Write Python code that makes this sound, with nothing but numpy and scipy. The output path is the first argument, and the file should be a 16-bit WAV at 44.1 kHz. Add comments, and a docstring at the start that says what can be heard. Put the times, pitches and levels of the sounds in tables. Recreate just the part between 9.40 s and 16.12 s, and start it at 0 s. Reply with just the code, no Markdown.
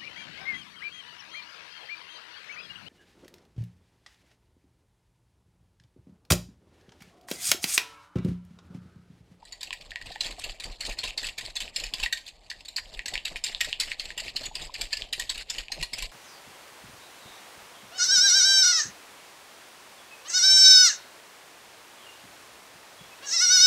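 """A wire whisk beats thick egg in a glass bowl on a kitchen table, about five strokes a second, heard close by.
It begins softly, is in full swing from 0.8 s, slows and slops less around 3 s, then beats on hard to the end.
In each stroke the wires brush the glass, clash on it in a bunch of noise pulses and drag along it as ticking
noise; the egg slops as a wet rush with bubbles, a low swing jolts the table, and the wires lift off.
Single taps, catches and gulps fall between; a small hard room answers; one microphone feeds both channels."""
import sys
import numpy as np
from scipy import signal
from scipy.fft import rfft, irfft, next_fast_len
from scipy.io import wavfile
from scipy.ndimage import uniform_filter1d, map_coordinates

SR = 44100
rng = np.random.default_rng(int(sys.argv[2]) if len(sys.argv) > 2 else 0)


def convert_level_to_amplitude(level_db):
    """Map a level in decibels to its linear amplitude factor."""
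    exponent = np.asarray(level_db, float) / 20
    return 10 ** exponent


def master(y):
    """Save y as 16-bit WAV."""
    cut = np.clip(np.atleast_2d(y).T, -1, 1)
    pcm = np.round(cut * 32767)  # scale
    wavfile.write(sys.argv[1], SR, pcm.astype(np.int16))


N = 296198

# bunch of wires landing on the glass, one per stroke: t/s, peak level/dB, ring centre f/Hz
STROKES = [(0.231, -20.5, 4000), (0.41, -37.5, 3200), (0.614, -42, 2030), (0.8082, -12.5, 4050),
           (0.9931, -28, 4850), (1.2007, -25.5, 4550), (1.4075, -22, 4630), (1.5867, -19, 4170),
           (1.778, -17, 4700), (1.9829, -19.5, 4120), (2.166, -20, 3680), (2.3625, -16, 4400),
           (2.5392, -16, 4150), (2.7271, -12.5, 3820), (3.1021, -23.5, 4360), (3.3639, -13.5, 4840),
           (3.4744, -69, 4680), (3.6593, -19, 4230), (3.852, -15.5, 4000), (4.0404, -13.5, 5100),
           (4.2077, -10.5, 2840), (4.4011, -12.5, 4430), (4.597, -19, 4460), (4.778, -19, 3000),
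           (4.9609, -14, 4930), (5.1532, -17.5, 4940), (5.341, -22, 4870), (5.5304, -13, 4570),
           (5.7288, -15, 3660), (5.8952, -15.5, 4510), (6.1017, -18.5, 5400), (6.32, -19, 4600),
           (6.5345, -20, 4360)]
# wires catching the glass again in mid stroke: t/s, peak level/dB, ring centre f/Hz
CATCHES = [(0.0525, -39.5, 4500), (0.1245, -30, 4700), (0.2096, -27, 4100), (0.2724, -35, 3140),
           (0.329, -29, 2320), (0.6594, -32.5, 3950), (0.7173, -31, 3890), (0.8452, -23.5, 3470),
           (0.858, -23.5, 3960), (0.907, -29.5, 3660), (1.04, -21.5, 2820), (1.2374, -25.5, 4340),
           (1.4522, -21, 4560), (1.4612, -24.5, 4700), (1.493, -23.5, 2870), (1.5226, -30, 1840),
           (1.6346, -18.5, 2920), (1.6498, -26.5, 3130), (1.6765, -24, 3180), (1.831, -24.5, 2150),
           (1.8444, -23, 2660), (1.869, -22, 4330), (2.0104, -28, 2770), (2.0492, -31, 4680),
           (2.1565, -23.5, 4130), (2.205, -20.5, 4850), (2.3999, -24, 4660), (2.4377, -18.5, 2230),
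           (2.601, -23, 4140), (2.63, -14, 2650), (2.775, -27, 4400), (2.8645, -32.5, 4050),
           (2.8782, -28, 4050), (3.2033, -38, 3090), (3.251, -33, 3950), (3.2828, -26, 4010),
           (3.5405, -34, 3500), (3.6815, -22, 3640), (3.7375, -21, 1910), (3.9628, -24.5, 2200),
           (4.0654, -19.5, 3800), (4.0782, -24.5, 3710), (4.2473, -22, 3920), (4.8006, -23.5, 3990),
           (5.034, -25.5, 4300), (5.0549, -24.5, 3300), (5.2143, -26.5, 4100), (5.4129, -17.5, 4360),
           (5.5702, -20.5, 4520), (5.7968, -13.5, 3920), (5.9472, -31.5, 3800), (5.9777, -23, 2420),
           (6.1825, -19.5, 3100), (6.4279, -16.5, 3880), (6.5833, -23.5, 2780), (6.6243, -21.5, 2530)]
# one egg-coated wire alone, short and dull: t/s, peak level/dB, ring centre f/Hz
TAPS = [(0.307, -19.5, 2900), (0.329, -19.5, 2340), (0.5177, -28.5, 1870), (0.5585, -19.5, 2080),
        (0.6145, -31, 1870), (0.7585, -28, 1820), (1.0959, -32.5, 2720), (1.707, -23, 2740),
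        (1.8964, -25.5, 2670), (2.2787, -27, 2560), (2.6613, -15.5, 2050), (3.1144, -26, 1790),
        (3.3829, -23, 1600), (3.5928, -19.5, 2160), (3.755, -15, 2160), (3.7778, -16, 2900),
        (3.9589, -21, 2160), (4.148, -13, 3600), (4.3287, -10.5, 2910), (4.5172, -16.5, 2130),
        (4.7045, -25, 1850), (4.882, -22, 2500), (5.6211, -15, 3220), (6.2833, -27.5, 2520)]
# air pockets closing in the egg: t/s, envelope peak level/dB, starting f/Hz
GULPS = [(0.027, -41.5, 868), (0.306, -37, 990), (0.706, -39, 690), (0.759, -34.5, 810), (0.982, -41, 690),
         (1.063, -41, 583), (2.638, -34.5, 830), (3.723, -42, 700), (4.273, -41.5, 590), (4.818, -43, 600),
         (5.013, -41, 595), (5.113, -38.5, 814), (5.295, -37.5, 950), (6.301, -42.5, 770),
         (6.385, -41.5, 148)]
# how hard the hand beats: t/s, slop level/dB, mean table jolt level/dB, scrape level/dB
EFFORT = [(0.2, -64, -46, -97), (0.8, -50.5, -38, -53), (1.4, -52.5, -32, -49), (2.0, -55, -45, -49),
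          (2.55, -53.5, -32, -45.5), (2.72, -81, -63, -67), (3.36, -64.5, -58, -86),
          (3.5, -55.5, -33, -64.5), (4.4, -56, -56, -42), (5.2, -51.5, -40, -51.5), (5.9, -58, -38.5, -50),
          (6.55, -52, -32, -52)]
# lowest egg-damped bowl modes: f/Hz, relative level/dB, t60/s
BOWL_MODES = [(1023, 2.5, 0.036), (1915, -3.5, 0.015)]
# colour of bowl and microphone: f/Hz, relative level per Hz/dB
GLASS_COLOUR = [(600, -23), (1000, -20), (1450, -14), (1840, -4), (2720, 1.5), (3300, -1.5), (4500, 2),
                (5250, -4.5), (5800, -12.5), (7500, -1), (9300, -14.5), (14100, -21.5), (15800, -37)]
# dulling by egg on the wires: f/Hz, gain level/dB
WET_GAIN = [(600, 4.5), (5000, 0.5), (6500, -3), (15800, -6.5)]
# spectrum of the slopping egg: f/Hz, relative level per Hz/dB
SLOP_COLOUR = [(55, -3), (90, 2), (300, 0.5), (680, 4), (1300, -8.5)]
# spectrum of the steady background: f/Hz, relative level per Hz/dB
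FLOOR_COLOUR = [(25, 8), (100, -11), (400, -17), (720, -9), (1300, -24)]

LANDING_S = 0.0031  # typical time scale of a bunch coming down
REACH_S = 0.0079  # rise time constant of the brush ahead of the landing
CONTACT_S, LIFT_S = 0.13, 0.0049  # landing to lift-off; lift-off time constant
SLOP_AFTER_S, JOLT_AFTER_S = 0.068, 0.1033  # landing to fullest slop; landing to jolt
SPLASH_DB, SPLASH_S = -3, 0.014  # wires entering the egg: level against the slop; rise time
TOP_HZ = 16100


def strikes(size=8192, spiky_db=3, lumpy_db=4, wires_db=5.5, ring_db=8, ring_q=5):
    """A bunch of wires chatters on the glass in uneven lumps, swelling and then thinning out."""
    s, peak_db, ring_hz = columns(STROKES + CATCHES)
    landing_s = LANDING_S * convert_level_to_amplitude(2 * rng.standard_normal(s.shape))
    u = np.arange(size) / SR / landing_s
    hz = np.fft.rfftfreq(size, 1 / SR) + 1
    force, spikes, lumps, wires = np.moveaxis(rng.standard_normal((len(s), 4, size)), 1, 0)
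    lumps = unit(uniform_filter1d(lumps, size=60))
    swell = u ** 1.77 * np.exp(-1.4 * u)
    chatter = force * convert_level_to_amplitude(spiky_db * spikes + lumpy_db * lumps) * swell
    # other wires touch each time, so the narrow rings fall anew
    wire_rings = convert_level_to_amplitude(wires_db * unit(uniform_filter1d(wires[:, :len(hz)], size=60)))
    ring = convert_level_to_amplitude(ring_db) / np.hypot(1, ring_q * (hz / ring_hz - ring_hz / hz))
    gain = gain_at(GLASS_COLOUR, hz) * (1 + ring) * wire_rings
    return contacts(s - 0.003, peak_db, chatter, gain)


def taps(size=8192, tap_q=3):
    """A single cushioned blow: one broad ring of a few cycles."""
    s, peak_db, tap_hz = columns(TAPS)
    hz = np.fft.rfftfreq(size, 1 / SR) + 1
    blow = np.tile(np.arange(size) == 0, (len(s), 1)).astype(float)
    ring = 1 / (1 + (tap_q * (hz / tap_hz - tap_hz / hz)) ** 2) + convert_level_to_amplitude(-18.5)
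    gain = gain_at(GLASS_COLOUR, hz) * gain_at(WET_GAIN, hz) * ring
    return contacts(s, peak_db, blow, gain + 1e-9, room_db=-7)


def contacts(s, peak_db, force, gain, room_db=-9, room_t60_s=0.17):
    """Forces on the glass, coloured by gain, ring the bowl's modes anew and are answered by the room."""
    t = np.arange(force.shape[1]) / SR
    mode_hz, mode_db, t60_s = columns(BOWL_MODES)
    # each contact excites each mode differently
    strength = convert_level_to_amplitude(5.6 * np.tanh(rng.standard_normal((len(s), len(BOWL_MODES)))) - 28.5)
    modes = strength @ (convert_level_to_amplitude(mode_db - 60 * t / t60_s) * np.sin(2 * np.pi * mode_hz * t))
    tail = rng.standard_normal(force.shape) * convert_level_to_amplitude(-60 * t / room_t60_s)
    room = 1 + convert_level_to_amplitude(room_db) * rfft(tail / np.linalg.norm(tail[0]))
    blows = irfft(rfft(force) * causal(gain) * (1 + rfft(modes)) * room)
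    return placed(s, convert_level_to_amplitude(peak_db) * blows / np.abs(blows).max(axis=1, keepdims=True))


def drag(below_db=-23, linger_s=0.0083, light_db=-57, rest_db=-61, ticks_per_s=150):
    """Wires slide along the glass, slipping and ticking: noise scaled by their pressure on it."""
    s, peak_db, _ = columns(STROKES + CATCHES)
    start, _, _, scrape_db = effort()
    t = np.arange(SR // 2) / SR
    u = t / linger_s
    linger = placed(s, convert_level_to_amplitude(peak_db + below_db) * u * np.exp(1 - u))
    since = t - 6 * REACH_S  # 0 at the landing
    touching = np.exp(np.minimum(since, 0) / REACH_S) / (1 + np.exp((since - CONTACT_S) / LIFT_S))
    sweep = placed(start + since[0], convert_level_to_amplitude(scrape_db) * touching)
    pressure = linger + sweep + convert_level_to_amplitude(light_db) * stirring() + convert_level_to_amplitude(rest_db)

    grit = convert_level_to_amplitude(3 * wobble(500) + 3.5 * wobble(50))
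    chance, size = rng.random(N), rng.standard_normal(N)
    tick_starts = (chance < ticks_per_s / SR) * convert_level_to_amplitude(7 * size)
    tick_decay = np.exp(-np.arange(SR // 50) / SR / 0.0029)
    ticking = signal.fftconvolve(tick_starts, tick_decay)[:N]
    hz = np.fft.rfftfreq(N, 1 / SR)
    rub = patchy(coloured_noise(GLASS_COLOUR), depth_db=3.5)
    rub = irfft(rfft(rub) * gain_at(WET_GAIN, hz), N)
    return pressure * unit((grit + 0.28 * ticking) * rub)


def egg(slop_s=0.029, count=6):
    """The egg splashes at the landing, slops ahead of the jolt as a rush and small bubbles, and gulps."""
    s, slop_db, _, _ = effort()
    t = np.arange(SR // 4) / SR
    u, v = t / slop_s, t / SPLASH_S
    slop = placed(s + SLOP_AFTER_S - slop_s, convert_level_to_amplitude(slop_db) * u * np.exp(1 - u))
    splash = placed(s - SPLASH_S, convert_level_to_amplitude(slop_db + SPLASH_DB) * v * np.exp(1 - v))
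    swell = slop + splash + convert_level_to_amplitude(-68) * stirring()
    rush = unit(convert_level_to_amplitude(3.7 * wobble(70)) * patchy(coloured_noise(SLOP_COLOUR), depth_db=2))

    when, pitch, size = np.moveaxis(rng.standard_normal((len(s), count, 3)), -1, 0)
    small = (s + SLOP_AFTER_S + 0.05 * when, slop_db + 3 * size, 660 * convert_level_to_amplitude(2 * pitch))
    small_bubbles = bubbles(*(column.reshape(-1, 1) for column in small), cycles=1.46)
    gulps = bubbles(*columns(GULPS), cycles=1.84)
    return swell * rush + small_bubbles + gulps


def bubbles(s, level_db, hz, cycles):
    """Air pockets: a soft start, a rising pitch, gone in a few cycles."""
    turns = hz * np.arange(SR // 20) / SR
    u = turns / cycles
    return placed(s, convert_level_to_amplitude(level_db) * u * np.exp(1 - u) * np.sin(2 * np.pi * turns * (1 + 0.012 * u)))


def table(jolt_hz=30, jolt_s=0.016):
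    """Each stroke swings the table up, down and back; it trembles as long as the whisk works."""
    s, _, jolt_db, _ = effort()
    jolt_db = jolt_db + 1.3 * rng.standard_normal(s.shape)
    t = np.arange(-SR // 10, SR // 10) / SR
    jolt = -convert_level_to_amplitude(jolt_db) * np.exp(-(t / jolt_s) ** 2 / 2) * np.cos(2 * np.pi * jolt_hz * t)
    tremble = convert_level_to_amplitude(-52) * stirring() * coloured_noise([(15, 11), (45, -4.5), (130, -16)])
    return placed(s + JOLT_AFTER_S + t[0], jolt) + tremble


def background():
    """Steady low-pitched noise under everything."""
    return convert_level_to_amplitude(-59.5) * coloured_noise(FLOOR_COLOUR)


def effort():
    """Start of each stroke, with its slop, jolt and scrape levels."""
    s = np.array(STROKES)[:, :1]
    when, *levels = np.transpose(EFFORT)
    return s, *(np.interp(s, when, level_db) for level_db in levels)


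def stirring():
    """How hard the egg is moving: a hump per stroke, rms 1 overall."""
    s, slop_db, _, _ = effort()
    return unit(placed(s - 0.05, convert_level_to_amplitude(slop_db) * np.hanning(SR // 4)))


def unit(x):
    """x at rms 1."""
    return x / np.sqrt(np.mean(x ** 2))


def gain_at(points, hz):
    """Gain through f/Hz, level/dB points on a log axis; -120 dB outside them."""
    f, db = np.transpose(points)
    return convert_level_to_amplitude(np.interp(np.log(hz + 1), np.log(f + 1), db, left=-120, right=-120))


def causal(gain):
    """Minimum-phase response of this gain: it starts at the blow."""
    cepstrum = irfft(np.log(gain))
    half = cepstrum.shape[-1] // 2
    fold = np.r_[1, np.full(half - 1, 2), 1, np.zeros(half - 1)]
    return np.exp(rfft(cepstrum * fold))


def coloured_noise(points):
    """Noise of rms 1 with the spectrum of the points."""
    size = next_fast_len(N)
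    spectrum = rfft(rng.standard_normal(size)) * gain_at(points, np.fft.rfftfreq(size, 1 / SR))
    return unit(irfft(spectrum, size)[:N])


def wobble(knots_per_s):
    """A smooth random curve."""
    knots = rng.standard_normal(int(N * knots_per_s / SR) + 2)
    return map_coordinates(knots, [np.arange(N) * knots_per_s / SR])


def patchy(x, depth_db):
    """x with random patches of gain over time and frequency."""
    z = signal.stft(x, nperseg=256)[2]
    field = uniform_filter1d(rng.standard_normal(z.shape), size=5, axis=0)
    field = uniform_filter1d(field, size=5, axis=1)
    return signal.istft(z * convert_level_to_amplitude(depth_db * unit(field)), nperseg=256)[1][:N]


def placed(times_s, rows):
    """Each row added at its time."""
    at = np.round(np.ravel(times_s) * SR).astype(int)[:, None] + np.arange(rows.shape[1])
    return np.bincount(np.clip(at, 0, N).ravel(), rows.ravel(), N + 1)[:N]


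def columns(events):
    """The columns of a table, one event a row."""
    return (c[:, None] for c in np.transpose(events))


def scene():
    """Everything reaches one microphone, which feeds both channels."""
    mono = strikes() + taps() + drag() + egg() + table() + background()
    return np.array([mono, mono])


def roll_off(x):
    """The treble ends steeply here."""
    return signal.sosfilt(signal.butter(12, 16450, fs=SR, output="sos"), x)


def record(dry):
    """A trace of hiss, opposite in the two channels, then a steep band limit."""
    hz = np.fft.rfftfreq(N, 1 / SR)
    hiss = convert_level_to_amplitude(-79.5) * coloured_noise([(60, -12), (500, -9), (3000, -20.5), (15000, -15)])
    band_limit = 1 / (1 + (hz / TOP_HZ) ** 40)
    mix = irfft(rfft(dry + np.array([hiss, -hiss])) * band_limit, N)
    return roll_off(mix)


dry = scene()
out = record(dry)
master(out)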